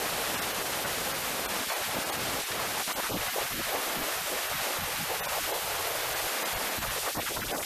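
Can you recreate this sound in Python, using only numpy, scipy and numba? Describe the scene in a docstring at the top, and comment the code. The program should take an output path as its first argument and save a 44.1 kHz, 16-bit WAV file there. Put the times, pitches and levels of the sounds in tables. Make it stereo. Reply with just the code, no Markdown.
"""A blow gun hisses steadily at its nozzle, close by, as it is swept over the vents of a heater.
The jet rushes over the grille slats, chuffs at gaps and edges, roars throughout in the fan housing,
louder when it finds an opening, and spilling air makes the cabinet drone and buffets its panels.
Each layer is coloured, fluttering noise with a moving spectral hollow; each chuff is a short burst
of band-passed noise. Chokes remove lows; the treble thins briefly at dips. Both channels are alike."""
import sys
import numpy as np
from scipy import signal
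from scipy.fft import rfft, irfft, next_fast_len
from scipy.io import wavfile
from scipy.ndimage import uniform_filter1d
from numba import njit

SR = 44100
rng = np.random.default_rng(int(sys.argv[2]) if len(sys.argv) > 2 else 0)


def to_wav(s):
    """Save 16-bit WAV."""
    ch = np.atleast_2d(s).T  # columns
    pcm = np.round(np.clip(ch, -1, 1) * 32767)  # PCM
    wavfile.write(sys.argv[1], SR, pcm.astype(np.int16))


N = 337365

# Spectral shapes of the layers. Each row: frequency in Hz, density in dB per Hz (relative).
BUFFET_COLOUR = [(12, -1), (28, 2), (60, 2), (100, 0.5), (125, 2), (200, -56)]
DRONE_COLOUR = [(70, -11.5), (125, -6), (170, -2.5), (230, -3), (320, -2.5), (420, -22), (650, -45)]
HOUSING_COLOUR = [(200, -23), (320, -5.5), (420, -1), (540, 0.5), (660, 0.5), (850, -0.5), (1100, -8),
                  (1600, -23)]
GRILLE_COLOUR = [(400, -58), (800, -13), (1100, -0.5), (1500, -0.5), (2100, -2), (3000, -5), (4200, -8.5),
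                 (7000, -15)]
NOZZLE_COLOUR = [(300, -15), (1500, -11), (3000, -0.5), (4200, -0.9), (6000, -1.5), (8000, -1.5),
                 (10000, -1.5), (11500, -4), (13000, -26)]
SIZZLE_COLOUR = [(9000, -12.5), (11000, -3.5), (12500, 2), (14300, -0.5)]

# Air pushed through the cabinet, before event lifts.
# Each row: time in seconds, drone level in dB, buffeting level in dB.
CABINET_LEVELS = [(0, -46.5, -53.5), (1.55, -45.5, -53), (1.8, -46.5, -58), (2.3, -48, -53),
                  (3.3, -46, -53), (4.4, -50, -54), (5.2, -47, -53), (6.15, -47, -52.5), (6.4, -46, -50),
                  (7.0, -47.5, -54), (7.65, -50, -55.5)]
# Roar of the fan housing, before gust lifts. Each row: time in seconds, level in dB.
HOUSING_LEVELS = [(0, -37), (1.5, -38.5), (2.1, -37), (2.6, -38.5), (3.7, -37), (4.95, -39), (5.8, -36),
                  (6.15, -38), (6.45, -37), (7.0, -38.5), (7.65, -42.5)]
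# Rush on the slats, before gust lifts. Each row: time in seconds, level in dB.
GRILLE_LEVELS = [(0, -35.5), (1.5, -36), (2.3, -36), (3.3, -35.5), (4.2, -36), (5.2, -36), (6.4, -35.5),
                 (7.0, -36.5), (7.65, -39)]
# Hiss at the tip as the gun is turned, before it yields to the drone.
# Each row: time in seconds, level in dB.
NOZZLE_LEVELS = [(0, -38), (1.9, -38), (2.3, -37), (2.45, -36.5), (2.58, -40), (2.85, -36.5), (3.0, -39),
                 (4.3, -37.5), (4.9, -39.5), (5.85, -38.5), (6.4, -37.5), (6.7, -38.5), (7.02, -36.2),
                 (7.15, -38.5), (7.65, -37.5)]
# Sizzle at the top of the hiss. Each row: time in seconds, level in dB.
SIZZLE_LEVELS = [(0, -39.5), (1, -40), (2, -40.5), (2.6, -41.5), (3.5, -39), (4.7, -39.5), (5.6, -39),
                 (6.4, -38.5), (7.65, -41)]

# Path of the spectral hollow: slow drift, with quick sweeps near 1.8 s and after 7.1 s.
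# Each row: time in seconds, centre in Hz.
HOLLOW_PATH = [(1.58, 20), (1.705, 330), (1.79, 120), (1.85, 580), (1.89, 310), (1.92, 350), (1.96, 20),
               (2.75, 32), (3.22, 250), (3.29, 390), (3.68, 310), (3.78, 120), (4.05, 69), (4.15, 280),
               (4.36, 110), (4.48, 250), (4.68, 120), (4.9, 230), (5.12, 250), (5.28, 330), (5.5, 180),
               (5.62, 290), (5.85, 210), (6.28, 217), (6.38, 99), (6.72, 98), (6.88, 340), (7.0, 260),
               (7.06, 230), (7.11, 150), (7.15, 2800), (7.195, 3100), (7.22, 660), (7.25, 1200),
               (7.278, 380), (7.325, 1300), (7.37, 1700), (7.4, 3000), (7.422, 440), (7.473, 3000),
               (7.495, 2100), (7.535, 3600), (7.562, 3300), (7.582, 1800), (7.605, 4400), (7.64, 1300)]
# A swerve of the hand pulls the hollow away and lets it back.
# Each row: middle in seconds, length in seconds, target centre in Hz.
SWERVES = [(1.669, 0.034, 1750), (2.459, 0.066, 616), (2.949, 0.047, 480), (3.135, 0.08, 1980),
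           (3.319, 0.035, 716), (3.493, .04, 560), (3.568, 0.096, 810), (4.23, 0.044, 660),
           (4.576, 0.11, 444), (4.823, 0.074, 413), (4.998, 0.11, 503), (5.423, 0.047, 680),
           (6.528, 0.088, 300), (6.803, 0.068, 540)]

# The jet gusts into an opening or slips off it. Each row: middle in seconds, length in seconds,
# lift of the grille in dB, of the housing in dB, of the drone in dB.
GUSTS = [(.64, 0.024, -12, 1.5, -1), (.67, 0.014, 3.5, -5, -2), (.855, 0.015, 5.5, 3, 6),
         (1.672, 0.058, 0, -3, -1), (1.73, 0.073, 2, 2, -1), (1.968, 0.056, 0.5, 3, 7),
         (2.178, 0.04, 0.5, -1, 5), (2.52, 0.01, 5, -12, 1), (2.905, 0.018, 0, 1, -1),
         (2.98, 0.041, -2.5, 3, 2.5), (3.062, 0.1, -1, -7.5, -1), (3.14, 0.067, 0.5, 5, 5.5),
         (3.385, 0.047, 0.5, 5.5, -2), (3.475, 0.052, 0, -0.5, 3), (3.76, 0.094, 0, 2.5, 4),
         (3.645, 0.051, 1, -9, 0), (4.235, 0.049, 0, -5, 3.5), (4.35, 0.058, 1, 0.5, 2),
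         (4.68, 0.2, 1.5, 3, -2), (5.115, 0.061, 0, 3.5, 2), (5.36, 0.06, 0, 4, -1.5),
         (5.438, 0.068, 1, -5, -2.5), (5.54, 0.103, -1, 4.5, -1), (6.805, 0.022, -12, -7, -3),
         (6.853, 0.022, -7, 3.5, -3), (6.897, 0.036, 1.5, -4, -3), (7.012, 0.04, -5, -5.5, -3),
         (7.08, 0.014, 1.5, 7, 4), (7.185, 0.034, 3, 6, 8), (7.37, 0.011, 0, 7, 2),
         (7.425, 0.035, 2, -7, -1), (7.468, 0.022, 4.5, -5, -4), (7.545, 0.041, 5.5, 8, 7)]
# Spilling air buffets the panels. Each row: middle in seconds, length in seconds, lift in dB.
BUFFETS = [(2.3, 0.2, 6), (2.62, 0.11, 2), (3.16, 0.099, 7), (3.55, 0.038, 10), (3.603, 0.052, 8),
           (3.998, 0.075, 11.5), (4.57, 0.11, 5), (4.82, 0.066, 6), (5.01, 0.091, -2), (6.56, 0.056, 9),
           (6.8, 0.043, 12.5), (6.875, 0.087, 9), (7.19, 0.068, 6), (7.44, 0.13, 9)]
# The jet crosses a gap or an edge and chuffs.
# Each row: middle in seconds, length in seconds, centre in Hz, level in dB.
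CHUFFS = [(1.72, 0.023, 796, -36), (1.962, 0.041, 620, -36.5), (2.599, .014, 890, -32),
          (2.645, 0.022, 750, -35.5), (2.806, 0.024, 950, -40), (2.909, 0.024, 1150, -34.5),
          (3.001, 0.0083, 850, -32.5), (3.051, 0.042, 1150, -35.5), (3.108, 0.025, 490, -35),
          (3.372, 0.032, 514, -33.5), (3.42, 0.022, 466, -35), (3.602, .03, 415, -38.5),
          (4.342, 0.056, 450, -39), (4.577, 0.074, 130, -47), (4.817, 0.06, 109, -45),
          (5.016, 0.056, 125, -41), (5.112, 0.033, 516, -35), (5.268, 0.013, 646, -34),
          (5.337, 0.037, 800, -39), (5.566, 0.026, 524, -44), (6.839, 0.03, 1190, -36),
          (6.973, 0.032, 550, -38), (7.076, 0.03, 1210, -34), (7.156, 0.017, 900, -40),
          (7.215, 0.029, 2300, -39), (7.276, 0.033, 1300, -37), (7.314, 0.019, 550, -38),
          (7.374, 0.015, 1130, -34.5), (7.426, 0.027, 1710, -38.5), (7.497, 0.038, 2680, -37.5),
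          (7.524, 0.021, 554, -35), (7.594, 0.049, 560, -37), (7.633, 0.011, 2000, -35.5)]
# The nozzle passes close over solid metal and the large eddies are choked.
# Each row: middle in seconds, length in seconds, low-pass corner of the lost band in Hz, loss in dB.
CHOKES = [(1.643, 0.042, 272, -18), (1.748, 0.053, 330, -16), (1.795, .03, 100, -10),
          (1.848, 0.039, 600, -8), (2.042, 0.03, 190, -16), (2.122, .03, 190, -16),
          (2.424, 0.015, 1500, -16), (2.471, 0.059, 330, -22), (2.851, 0.05, 2200, -14.5),
          (2.912, 0.038, 170, -16), (2.936, 0.028, 3000, -9), (3.014, 0.016, 900, -15),
          (3.079, 0.018, 500, -13), (3.31, 0.049, 500, -11), (3.365, 0.057, 120, -18),
          (3.481, 0.038, 500, -16), (3.72, .04, 100, -16), (3.83, 0.07, 280, -11), (4.09, .04, 169, -12),
          (4.408, 0.03, 120, -16), (4.475, .04, 300, -4), (4.7, 0.097, 110, -14), (5.3, 0.014, 584, -7),
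          (5.608, 0.014, 700, -19), (6.348, 0.15, 131, -18), (6.47, 0.091, 133, -18),
          (6.702, 0.03, 134, -13), (7.088, 0.055, 170, -16), (7.131, 0.034, 2200, -10),
          (7.278, 0.022, 600, -12), (7.335, .016, 170, -14), (7.642, 0.014, 600, -10)]
# The treble thins briefly; only its strongest partials ring on.
# Each row: middle in seconds, length in seconds,
# threshold in dB over the neighbouring partials (in the treble), below which partials sink.
DIPS = [(.364, .02, 4.8), (.407, .02, 5.8), (.532, .014, 5.2), (.854, .019, 6.2), (1.132, .016, 5.6),
        (1.475, .019, 7), (1.71, .018, 4.4), (1.75, .02, 4.8), (2.048, .02, 6), (2.113, .018, 6.8),
        (2.178, .02, 4.8), (2.455, .022, 4), (2.946, .026, 6.2), (3.29, .012, 4.4), (4.485, .018, 5),
        (5.218, .032, 6.8), (5.272, .02, 6.5), (5.528, .018, 5.8), (6.147, .02, 5.8), (6.443, .018, 7),
        (6.551, .02, 5.4), (6.7, .018, 4.6), (6.807, .02, 4.8), (6.892, .022, 5.4), (7.191, .024, 4.8),
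        (7.426, .022, 4.8), (7.533, .02, 5.4)]

# Edge times of the events.
GUST_RAMP_S, CHUFF_RAMP_S, CHOKE_RAMP_S = 0.0038, 0.008, 0.008  # gusts and buffets share one
SWERVE_RAMP_S, DIP_RAMP_S = 0.04, 0.014
DRONE_FOLLOWS = 0.62  # share of a buffet's lift in dB that reaches the drone
HISS_YIELDS = 0.54  # share of the drone's lift in dB that the hiss loses
CHUFF_OCTAVES = 0.99  # bandwidth
DIP_LOW_HZ, DIP_FULL_HZ, DIP_TOP_HZ = 700, 4680, 12800  # a dip acts from LOW to TOP
DIP_EASE_DB_PER_OCTAVE = 3  # drop of the threshold below DIP_FULL_HZ
DIP_LOSS_DB, DIP_RING_DB = -30.5, 2  # weak partials sink, strong ones swell
CUTOFF_HZ = 14300


def from_db(db):
    """Decibels to gain."""
    return 10 ** (np.asarray(db) / 20)


def in_time(rows):
    """Each column of a curve, joined by straight lines, at every sample."""
    seconds, *columns = np.transpose(rows)
    return [np.interp(np.arange(N) / SR, seconds, column) for column in columns]


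def swell(middle_s, length_s, ramp_s):
    """Smooth rise from 0, hold and fall; peaks at 1 unless shorter than its ramp."""
    inside_s = length_s / 2 - np.abs(np.arange(N) / SR - middle_s)
    rise = np.clip(inside_s / ramp_s + 0.5, 0, 1)
    return rise * rise * (3 - 2 * rise)


def lifts(rows):
    """Each level column of an event table, summed as dB at every sample."""
    return sum(np.outer(db, swell(middle_s, length_s, GUST_RAMP_S))
               for middle_s, length_s, *db in rows)


def drift(rate_hz):
    """Slow chance of spread 1: white noise through two equal poles at the given rate."""
    step = 40  # samples between drawn points
    pole = np.exp(-2 * np.pi * rate_hz * step / SR)
    draws = rng.standard_normal(N // step + 2002)
    slow = signal.lfilter([1], [1, -2 * pole, pole * pole], draws)[2000:]  # settled part
    return np.interp(np.arange(N) / step, np.arange(len(slow)), slow / slow.std())


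@njit
def sliding_band(x, tuning, damping):
    """A state-variable resonator, retuned at every sample, passes its own band at gain 1."""
    out, band_state, low_state = np.empty(len(x)), 0., 0.
    for i in range(len(x)):
        g = tuning[i]
        band = (band_state + g * (x[i] - low_state)) / (1 + g * (g + damping))
        low_state += 2 * g * band
        band_state = 2 * band - band_state
        out[i] = damping * band
    return out


def moving_hollow(waver=0.07, depth_db=-24, depth_spread_db=4):
    """Tuning and depth of the hollow; swerves pull it from its path and eddies shake it."""
    log_hz, = in_time([(s, np.log(hz)) for s, hz in HOLLOW_PATH])
    for middle_s, length_s, target_hz in SWERVES:
        pull = swell(middle_s, length_s, SWERVE_RAMP_S)
        log_hz = log_hz + (np.log(target_hz) - log_hz) * pull
    centre_hz = np.exp(log_hz + waver * drift(45))
    remains = from_db(np.minimum(depth_db + depth_spread_db * drift(25), 0))
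    return np.tan(np.pi * centre_hz / SR), 1 - remains


def hollowed(x, hollow, width=1.3, refill=0.079, rim=0.088, rim_ratio=2.04, rim_width=0.97):
    """Sound from inside and outside the cabinet partly cancels in one band, adds up in a rim above."""
    tuning, depth = hollow
    cut = x - depth * sliding_band(x, tuning, width)
    power_before, power_after = uniform_filter1d(np.square([x, cut]), size=1300, axis=1)
    cut = cut + rim * sliding_band(cut, tuning * rim_ratio, rim_width)
    return cut * np.sqrt(power_before / power_after) ** refill  # restores a little of the lost level


def turbulence(colour, hollow, flutter_db, flutter_hz):
    """Coloured noise, fluttering as eddies pass, at rms 1 before the hollow is cut."""
    size = next_fast_len(N, True)
    hz = np.maximum(np.fft.rfftfreq(size, 1 / SR), 1)
    points_hz, points_db = np.transpose(colour)
    octaves_outside = np.abs(np.log2(hz / np.clip(hz, points_hz[0], points_hz[-1])))
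    shape_db = np.interp(np.log(hz), np.log(points_hz), points_db) - 20 * octaves_outside
    noise = irfft(rfft(rng.standard_normal(size)) * from_db(shape_db), size)[:N]
    noise = noise * from_db(flutter_db * drift(flutter_hz))
    return hollowed(noise / noise.std(), hollow)


def cabinet(hollow, inside_db, spill_db):
    """The largest eddies make the cabinet drone and buffet its panels."""
    drone_db, buffet_db = in_time(CABINET_LEVELS)
    drone = turbulence(DRONE_COLOUR, hollow, flutter_db=2.3, flutter_hz=20)
    buffet = turbulence(BUFFET_COLOUR, hollow, flutter_db=2.0, flutter_hz=11)
    return from_db(drone_db + inside_db) * drone + from_db(buffet_db + spill_db) * buffet


def housing(hollow, lift_db):
    """The fan housing roars throughout in a broad resonance, louder when the jet finds an opening."""
    level_db, = in_time(HOUSING_LEVELS)
    roar = turbulence(HOUSING_COLOUR, hollow, flutter_db=1.25, flutter_hz=32)
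    return from_db(level_db + lift_db) * roar


def grille(hollow, lift_db):
    """The slats break the jet into a mid-pitched rush."""
    level_db, = in_time(GRILLE_LEVELS)
    rush = turbulence(GRILLE_COLOUR, hollow, flutter_db=1.14, flutter_hz=25)
    return from_db(level_db + lift_db) * rush


def chuffs():
    """Each gap or edge that the jet crosses sounds briefly in a broad resonance of its own pitch."""
    out, half_band = np.zeros(N), 2 ** (CHUFF_OCTAVES / 2)
    for middle_s, length_s, hz, db in CHUFFS:
        edges_hz = [hz / half_band, hz * half_band]
        resonance = signal.butter(2, edges_hz, "band", fs=SR, output="sos")
        band = signal.sosfilt(resonance, rng.standard_normal(N))
        puff = band * swell(middle_s, length_s, CHUFF_RAMP_S)
        rms = np.sqrt(np.sum(puff ** 2) / (length_s * SR))
        out += from_db(db) * puff / rms
    return out


def choke(x):
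    """Solid metal close to the nozzle chokes the large eddies: the lows sink."""
    for middle_s, length_s, hz, db in CHOKES:
        low_pass = signal.butter(2, hz, fs=SR, output="sos")
        lows = signal.sosfiltfilt(low_pass, x)
        x = x - lows * (1 - from_db(db * swell(middle_s, length_s, CHOKE_RAMP_S)))
    return x


def thin_out(x, size=2048):
    """At each dip weak partials drop away and the strongest ring on, most sparsely in the treble."""
    out, hz = x.copy(), np.fft.rfftfreq(size, 1 / SR)
    octaves_from_full = np.log2(np.clip(hz, DIP_LOW_HZ, DIP_FULL_HZ) / DIP_FULL_HZ)
    eased_db = DIP_EASE_DB_PER_OCTAVE * octaves_from_full
    reached = (hz > DIP_LOW_HZ) & (hz < DIP_TOP_HZ)
    for middle_s, length_s, db in DIPS:
        near = np.arange(size) + int(middle_s * SR) - size // 2
        partials = rfft(x[near])
        neighbours = uniform_filter1d(np.abs(partials), size=60)
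        weak = np.abs(partials) < from_db(db + eased_db) * neighbours
        gain = from_db(np.where(weak, DIP_LOSS_DB, DIP_RING_DB) * reached)
        change = irfft(partials * (gain - 1))
        out[near] += change * swell(middle_s, length_s, DIP_RAMP_S)[near]
    return out


def nozzle(hollow, inside_db):
    """The finest eddies, at the tip, give an even, bright hiss and a separately varying sizzle on top."""
    (hiss_db,), (sizzle_db,) = in_time(NOZZLE_LEVELS), in_time(SIZZLE_LEVELS)
    hiss = turbulence(NOZZLE_COLOUR, hollow, flutter_db=0.5, flutter_hz=11)
    sizzle = turbulence(SIZZLE_COLOUR, hollow, flutter_db=1.0, flutter_hz=31)
    return from_db(hiss_db - HISS_YIELDS * inside_db) * hiss + from_db(sizzle_db) * sizzle


def scene():
    """All the air noise comes from one spot, alike in both channels."""
    hollow = moving_hollow()
    grille_db, housing_db, drone_db = lifts(GUSTS)
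    spill_db, = lifts(BUFFETS)
    inside_db = drone_db + DRONE_FOLLOWS * spill_db
    air = cabinet(hollow, inside_db, spill_db)
    air += housing(hollow, housing_db)
    air += grille(hollow, grille_db)
    air += nozzle(hollow, inside_db)
    air = thin_out(choke(air) + chuffs())
    return np.array([air, air])


def record(dry):
    """The top is cut steeply."""
    low_pass = signal.ellip(16, 0.1, 80, CUTOFF_HZ, fs=SR, output="sos")
    return signal.sosfilt(low_pass, dry)


dry = scene()
out = record(dry)
to_wav(out)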